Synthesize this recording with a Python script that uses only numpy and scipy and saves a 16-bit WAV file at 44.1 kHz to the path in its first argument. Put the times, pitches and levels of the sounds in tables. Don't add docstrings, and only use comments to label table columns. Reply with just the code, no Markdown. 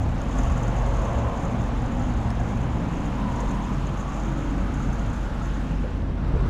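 import sys
import numpy as np
from scipy import signal
from scipy.io import wavfile

SR = 44100
rng = np.random.default_rng(int(sys.argv[2]) if len(sys.argv) > 2 else 0)


def unload_wav(signal):
    wavfile.write(
        sys.argv[1],
        SR,
        np.round(np.clip(np.atleast_2d(signal).T, -1, 1) * 32767).astype(np.int16),
    )


N = 286209
T = np.arange(N) / SR

# [t/s, gain of the fizz/dB]
FACING = [(0.07, -2), (0.4, 2.5), (1.0, 0.5), (2.0, -1), (2.75, -0.7), (3.4, 1.5), (4.4, -1), (5.62, 0.4),
          (6.15, -8.5), (6.49, 0)]
# [f/Hz, relative level per Hz/dB]
RUSH_COLOUR = [(1000, -6), (1350, -7.5), (1700, -5.5), (2100, -12), (2700, -9), (3300, -13), (4000, -16.5),
               (4700, -22), (6000, -21)]
FIZZ_COLOUR = [(4500, -3.5), (6000, -2), (7500, 0), (8300, -5.5), (9200, -10.5), (10000, -11),
               (11200, -11.5), (12100, -18), (13200, -16), (15000, -29)]
# [f/Hz, width/Hz, level relative to the fizz/dB]
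NECK_MODES = [(10050, 1100, -11.5), (12100, 700, -19.5)]
RUSH_DB, RUSH_FOLLOWS = -47.5, 0.6
FIZZ_DB, FIZZ_FOLLOWS = -63, 1
# [t/s, level/dB]
SPRAY_LEVEL = [(0, -59), (0.13, -62), (0.36, -53), (0.6, -54.5), (1.2, -56.5), (1.62, -55.5), (1.72, -61),
               (1.95, -60), (2.3, -61.5), (2.65, -58), (2.78, -62), (3.02, -56.5), (3.22, -61.5),
               (3.38, -59.5), (3.85, -60), (4.25, -55), (4.6, -61), (5.1, -56.5), (5.25, -60), (5.7, -63),
               (6.1, -76), (6.49, -74)]
# [t/s, level/dB, decay to 1/e/s]
SPITS = [(0.217, -49, .003), (0.387, -44.5, .008), (0.435, -46, 0.0045), (0.52, -52, .008),
         (0.576, -53, .004), (0.634, -46, 0.0041), (0.678, -50, 0.013), (0.765, -49, 0.0092),
         (0.797, -54, 0.0044), (0.863, -50, .008), (0.948, -56, .007), (0.969, -50, 0.0037),
         (1.02, -48, .004), (1.05, -52, .007), (1.19, -52.5, .008), (1.433, -55, .003),
         (1.451, -48, 0.0062), (1.6, -58, .012), (1.82, -59, .005), (1.997, -55, .005), (2.403, -53, .003),
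         (2.615, -56, .012), (2.885, -54, 0.0049), (3.058, -49, .005), (3.153, -63, 0.0044),
         (3.322, -54, .005), (3.361, -49, 0.0065), (3.406, -42.5, 0.0045), (3.511, -48, .005),
         (3.871, -54, .004), (4.0, -55, 0.014), (4.2, -49, .005), (4.319, -58, .014), (4.582, -51, .004),
         (4.74, -51, .01), (4.93, -48, .007), (4.995, -51, .007), (5.133, -49, .011), (5.46, -57, 0.0036),
         (5.54, -54, 0.0047)]
SPIT_RISE_S = .002
# [f/Hz, width/Hz, relative level/dB]
SPOUT_MODES = [(6160, 63, 1.5), (6320, 79, 4.5), (6620, 320, 0.5), (6730, 130, -3), (6960, 35, 1.5),
               (7010, 180, 1), (7360, 820, -16), (10300, 500, -13), (11800, 840, -6)]
# [t/s, level/dB]
HUM_LEVEL = [(0, -32), (0.35, -24), (0.6, -27.5), (0.95, -24.5), (1.25, -34), (1.7, -29.5), (3.0, -31),
             (4.5, -27), (5.2, -28), (6.1, -28), (6.49, -25)]
PUMP_HZ = 47.9
# [multiple of the shaft rate, relative level/dB]
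PUMP_ORDERS = [(1, 0), (2, -15.5), (5, -23), (7, -23)]
# [t/s, f of its fifth order/Hz, level of the fifth/dB, level of the third/dB]
ENGINE = [(0, 123, -46, -28), (0.33, 119, -37, -44), (0.5, 124, -31, -25.5), (0.68, 117.5, -30.5, -49),
          (1.0, 118, -31.5, -34), (1.24, 113.5, -29, -27), (1.38, 114, -43, -46), (1.5, 115, -31.5, -45),
          (1.62, 115.5, -31.5, -35), (2.0, 114.5, -33, -39), (2.4, 113.3, -31.5, -31),
          (2.72, 115.5, -32, -36), (2.95, 121.5, -39.5, -42), (3.5, 130, -41.5, -49),
          (3.82, 136, -30.5, -35.5), (4.02, 136.5, -40, -41), (4.3, 137.3, -31.5, -40),
          (4.62, 136, -41, -41), (4.85, 136.5, -31, -42), (5.25, 134.5, -45, -41), (6.1, 132.5, -39, -33)]
# [t/s, level/dB]
RUMBLE_LEVEL = [(0, -29.5), (0.9, -30), (2.0, -28.5), (3.5, -34), (4.4, -35.5), (4.95, -30.5), (5.5, -34.5),
                (6.49, -32.5)]
BOOM_LEVEL = [(0, -30.5), (0.9, -33), (2.5, -30), (2.8, -29), (3.9, -31.5), (4.6, -29), (5.15, -32.5),
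              (6.49, -33)]
# [f/Hz, relative level per Hz/dB]
RUMBLE_COLOUR = [(15, -7), (30, -2.5), (50, -1.5), (72, 0.5), (92, -9.5), (125, -5.5), (160, -17),
                 (250, -26)]
BOOM_COLOUR = [(90, -12.5), (140, -2), (170, -2), (205, -2), (250, -2), (290, -7.5), (350, -15),
               (450, -19.5), (700, -42)]
SWISH_COLOUR = [(250, -12), (400, -4.5), (520, -2.5), (610, -1.5), (680, -3.5), (800, 0.5), (1000, -3),
                (1250, -7.5), (1600, -12.5), (2400, -19.5)]
# [t/s, swish level/dB, centre f of their song/Hz, song level/dB]
TYRES = [(0, -42.5, 757, -37.5), (0.45, -36.5, 820, -50), (1.1, -35, 1000, -48), (2.1, -37.5, 729.6, -47.5),
         (3.4, -38, 1002, -42), (3.8, -38.5, 1082, -45.5), (4.35, -39, 1270, -48), (5.3, -40, 1398, -47),
         (6.1, -43.5, 1392, -57), (6.49, -40, 1290, -43)]
# [start t/s, end t/s, start f/Hz, end f/Hz, level/dB]
WHINES = [(0.303, 0.55, 1160, 1110, -44.5), (0.804, 1.379, 1100, 1028, -42.5),
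          (1.145, 1.412, 958, 946, -48), (2.1, 2.45, 690, 685, -51), (3.199, 3.719, 1002, 965, -40),
          (3.93, 4.12, 1133, 1120, -45.5), (4.246, 4.42, 1280, 1306, -48)]
# [t/s, level/dB]
HOLLOW_LEVEL = [(0, -50), (0.25, -42), (0.45, -39.5), (0.6, -39), (0.76, -38.5), (0.88, -38), (1.0, -35),
                (1.26, -33), (1.45, -40.5), (1.8, -45), (2.4, -46), (3.2, -47.5), (3.45, -41), (3.7, -49),
                (4.8, -44.5), (6.0, -48), (6.49, -48.5)]
# [f/Hz, width/Hz, relative level/dB]
HOLLOW_MODES = [(470.6, 55, -1), (553.2, 54, 2.5), (678, 38, 0.5), (825, 63, -9), (1110, 52, -16)]
# [t/s, f/Hz, level/dB, half length/s]
SWELLS = [(0.034, 104.3, -24.5, 0.062), (0.365, 253.1, -31.5, 0.12), (1.23, 68.8, -28, 0.031),
          (1.453, 175, -31.5, 0.079), (1.54, 242.5, -26.5, 0.037), (2.057, 248.7, -30.5, 0.13),
          (2.73, 67, -26, 0.034), (2.797, 140, -36, 0.042), (2.81, 168.5, -28, 0.1),
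          (2.983, 289.5, -35.5, 0.18), (3.274, 207, -27, 0.085), (3.43, 505, -39, 0.042),
          (3.625, 187, -32.5, 0.14), (4.348, 320, -36.5, 0.26), (4.487, 274, -31.5, 0.13),
          (5.08, 112, -26, 0.038), (5.715, 250, -34.5, 0.099), (5.74, 162, -29.5, 0.06)]
# [t/s, half length/s, level/dB, lift of the rumble/dB]
GUSTS = [(0.28, .12, -45, -2), (2.96, 0.065, -34, 0.5), (3.517, 0.087, -37, 2.5), (4.977, 0.33, -40, 0.5),
         (5.86, 0.046, -36, -4), (6.11, 0.022, -30, -10), (6.332, 0.082, -29, 8), (6.45, 0.083, -29, 3.5)]
# [f/Hz, relative level per Hz/dB]
BUFFET_COLOUR = [(15, -4), (32, 7), (50, -3), (80, -7), (130, -13), (250, -13.5), (420, -14), (520, -15),
                 (700, -38)]
# [t/s, f/Hz, level/dB]
PLOPS = [(0.46, 692, -26.5), (2.398, 710, -25.5), (4.802, 1325, -25), (5.164, 861, -31),
         (5.412, 1315, -24.5)]
# [t/s, level/dB]
TICK = (2.3046, -46.5)
# [f/Hz, level relative to the tick/dB, t60/s]
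NOZZLE_MODES = [(850, 14, .02), (1830, 18, 0.009), (3890, -5, .015), (5350, 4.5, 0.027), (10000, -8, .04)]
# [t/s, level/dB]
KNOCK = (5.835, -27)
# [f/Hz, level relative to the knock/dB, t60/s]
PANEL_MODES = [(477, -3.5, 0.24), (515, 1.5, 0.11), (594, -6, .12)]
CUTOFF_HZ = 15400


def from_db(db):
    return 10 ** (np.asarray(db) / 20)


def rms_one(x):
    return x / np.sqrt(np.mean(x ** 2) + 1e-20)


def in_time(rows):
    s, *columns = np.transpose(rows)
    return [np.interp(T, s, c) for c in columns]


def bell(s, half_s):
    return np.exp(-((T - s) / half_s) ** 2)


def lowpass(x, order, hz):
    return signal.sosfilt(signal.butter(order, hz, fs=SR, output="sos"), x)


def bandpass(x, order, low_hz, high_hz):
    return signal.sosfilt(signal.butter(order, [low_hz, high_hz], "band", fs=SR, output="sos"), x)


def drift(rate):
    step = 40
    r = np.exp(-2 * np.pi * rate * step / SR)
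    noise = rng.standard_normal(N // step + 2002)
    slow = signal.lfilter([1], [1, -2 * r, r * r], noise)[2000:]
    return np.interp(np.arange(N) / step, np.arange(len(slow)), rms_one(slow))


def resonate(x, hz, width_hz):
    r = np.exp(-np.pi * width_hz / SR)
    feed = np.array([1, 0, -1]) * (1 - r * r) / 2
    ring = [1, -2 * r * np.cos(2 * np.pi * hz / SR), r * r]
    return signal.lfilter(feed, ring, x + 1e-18)


def turbulence(colour, patchy_db, flicker_rate, count):
    hz, db = np.transpose(colour)
    edges = np.geomspace(hz[0], min(hz[-1], SR * .45), count + 1)
    white = rng.standard_normal((2, N + SR // 2))
    out = np.zeros(N)
    for k, (low, high) in enumerate(zip(edges, edges[1:])):
        band = bandpass(white[k % 2], 2, low, high)[-N:]
        level_db = np.interp(np.log(low * high) / 2, np.log(hz), db)
        out += band * from_db(level_db + patchy_db * drift(flicker_rate))
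    return rms_one(out)


def narrow_noise(hz, width_hz):
    phase = 2 * np.pi * np.cumsum(hz * np.ones(N)) / SR
    a, b = lowpass(rng.standard_normal((2, N)), 2, width_hz / 2)
    return rms_one(a * np.cos(phase) + b * np.sin(phase))


def droplets(per_s, spread_db):
    sizes = from_db(spread_db * np.minimum(rng.exponential(1, N), 4))
    signs = rng.choice([-1, 1], N)
    return rms_one(sizes * signs * (rng.random(N) < per_s / SR))


def struck_modes(age, modes):
    return sum(from_db(db - 60 * age / t60) * np.sin(2 * np.pi * hz * age) for hz, db, t60 in modes)


def jet():
    [facing_db] = in_time(FACING)
    rush = turbulence(RUSH_COLOUR, patchy_db=1.23, flicker_rate=14.0, count=12)
    bubbles = np.zeros(N)
    for hz in np.geomspace(1100, 3800, num=12):
        bubbles += resonate(droplets(per_s=300, spread_db=0.3), hz, hz / 14) / hz ** 1.5
    bubbles = lowpass(bubbles, 3, 4500)
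    fizz = turbulence(FIZZ_COLOUR, patchy_db=2.1, flicker_rate=30, count=16)
    fizz = fizz + sum(from_db(db) * narrow_noise(hz, width) for hz, width, db in NECK_MODES)
    flutter_db = 1.0 * drift(40)
    rush_gain = from_db(RUSH_DB + RUSH_FOLLOWS * facing_db)
    fizz_gain = from_db(FIZZ_DB + FIZZ_FOLLOWS * facing_db + flutter_db)
    return rush_gain * (rush + from_db(-8.0) * rms_one(bubbles)) + fizz_gain * fizz


def gurgle(level_db, low_hz, high_hz, cycles):
    [facing_db] = in_time(FACING)
    rings = np.zeros(N)
    for hz in np.geomspace(low_hz, high_hz, num=16):
        rings += resonate(droplets(per_s=2.2, spread_db=0.0), hz, hz / cycles)
    return from_db(level_db + RUSH_FOLLOWS * facing_db) * rms_one(rings)


def spout(clump_db, gulp_db, gulp_rate):
    [spray_db] = in_time(SPRAY_LEVEL)
    bursts = rms_one(from_db(gulp_db * drift(gulp_rate) + clump_db * drift(84)))
    strength = from_db(spray_db) * bursts
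    for s, db, fall_s in SPITS:
        age = T - s
        strength += from_db(db) * np.exp(np.minimum(age / SPIT_RISE_S, -age / fall_s))
    spray = droplets(per_s=8000, spread_db=3.0)
    dealt = rng.integers(0, len(SPOUT_MODES), N)
    rings = np.zeros(N)
    for k, (hz, width, db) in enumerate(SPOUT_MODES):
        rings += from_db(db) * resonate(spray * (dealt == k), hz, width)
    return strength * rms_one(bandpass(rings, 2, 5200, 9000))


def pump(waver_db, waver_rate):
    [level_db] = in_time(HUM_LEVEL)
    phase = 2 * np.pi * np.cumsum(PUMP_HZ + 0.1795 * drift(1.62)) / SR
    hum = np.zeros(N)
    for k, db in PUMP_ORDERS:
        hum += from_db(db + waver_db * drift(waver_rate)) * np.sin(round(k) * phase)
    return from_db(level_db) * rms_one(hum)


def engine(rough_db, waver_hz, overtone_db):
    fifth_hz, fifth_db, third_db = in_time(ENGINE)
    shaft = 2 * np.pi * np.cumsum(fifth_hz + waver_hz * drift(10.2)) / SR / 5
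    orders = [(3, third_db), (5, fifth_db), (10, fifth_db + overtone_db)]
    return sum(from_db(db + rough_db * drift(9.8)) * np.sqrt(2) * np.sin(k * shaft) for k, db in orders)


def street():
    [rumble_db] = in_time(RUMBLE_LEVEL)
    [boom_db] = in_time(BOOM_LEVEL)
    swish_db, _, _ = in_time(TYRES)
    gust_db = sum(lift_db * bell(s, half_s) for s, half_s, _, lift_db in GUSTS)
    rumble = turbulence(RUMBLE_COLOUR, patchy_db=1.0, flicker_rate=6.7, count=9)
    boom = turbulence(BOOM_COLOUR, patchy_db=0.56, flicker_rate=4.0, count=14)
    swish = turbulence(SWISH_COLOUR, patchy_db=1.0, flicker_rate=3.0, count=20)
    return from_db(rumble_db + gust_db) * rumble + from_db(boom_db) * boom + from_db(swish_db) * swish


def tyre_song(width_hz):
    _, song_hz, song_db = in_time(TYRES)
    return from_db(song_db) * narrow_noise(song_hz, width_hz)


def whines(width_hz, fade_s, hiss_hz, hiss_width_hz, hiss_db, hiss_half_s):
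    out = np.zeros(N)
    hiss = narrow_noise(hiss_hz, hiss_width_hz)
    for start, end, start_hz, end_hz, db in WHINES:
        present = np.clip(1 + np.minimum(T - start, end - T) / fade_s, 0, 1)
        glide_hz = np.interp(T, [start, end], [start_hz, end_hz])
        out += from_db(db) * present * narrow_noise(glide_hz, width_hz)
        out += from_db(db + hiss_db) * bell((start + end) / 2, hiss_half_s) * hiss
    return out


def hollow():
    [level_db] = in_time(HOLLOW_LEVEL)
    rings = sum(from_db(db) * narrow_noise(hz, width) for hz, width, db in HOLLOW_MODES)
    return from_db(level_db) * rms_one(rings)


def swells(waver):
    out = np.zeros(N)
    for s, hz, db, half_s in SWELLS:
        phase = 2 * np.pi * (np.cumsum(hz * (1 + waver * drift(17.9))) / SR + rng.random())
        out += from_db(db) * bell(s, half_s) * np.sin(phase)
    return out


def buffet():
    breeze = sum(from_db(db) * bell(s, half_s) for s, half_s, db, _ in GUSTS)
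    return breeze * turbulence(BUFFET_COLOUR, patchy_db=3.5, flicker_rate=10, count=11)


def plops(cycles, rise_s):
    out = np.zeros(N)
    for s, hz, db in PLOPS:
        age = np.maximum(T - s, 0)
        swell = 1 - np.exp(-age / rise_s)
        out += from_db(db - 60 * age * hz / cycles) * swell * np.sin(2 * np.pi * hz * age)
    return out


def tick(crack_db, low_hz, high_hz):
    s, db = TICK
    rings = struck_modes(np.maximum(T - s, 0), NOZZLE_MODES)
    crack = bandpass(signal.unit_impulse(N, int(s * SR)) + 1e-18, 1, low_hz, high_hz)
    return lowpass(from_db(db) * (rings + from_db(crack_db) * crack), 10, 10600)


def knock(rise_s):
    s, db = KNOCK
    age = np.maximum(T - s, 0)
    return from_db(db) * (1 - np.exp(-age / rise_s)) * struck_modes(age, PANEL_MODES)


def scene():
    fuel = jet() + gurgle(level_db=-51.5, low_hz=558.6, high_hz=1507, cycles=52)
    fuel = fuel + plops(cycles=57, rise_s=.003)
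    spitting = spout(clump_db=2.5, gulp_db=2.3, gulp_rate=7.5)
    nozzle = tick(crack_db=33, low_hz=1400, high_hz=4300)
    filling = fuel + spitting + nozzle + pump(waver_db=1.0, waver_rate=15)
    whining = whines(width_hz=95, fade_s=0.059,
                     hiss_hz=2710, hiss_width_hz=1200, hiss_db=-21, hiss_half_s=0.9)
    traffic = engine(rough_db=1.77, waver_hz=.9, overtone_db=-14) + street() + tyre_song(width_hz=380)
    surroundings = traffic + whining + hollow() + swells(waver=0.02)
    return (filling + surroundings + knock(rise_s=.006) + buffet())[None]


def record(dry):
    return signal.sosfilt(signal.ellip(10, .1, 80, CUTOFF_HZ, fs=SR, output="sos"), dry)


dry = scene()
out = record(dry)
unload_wav(out)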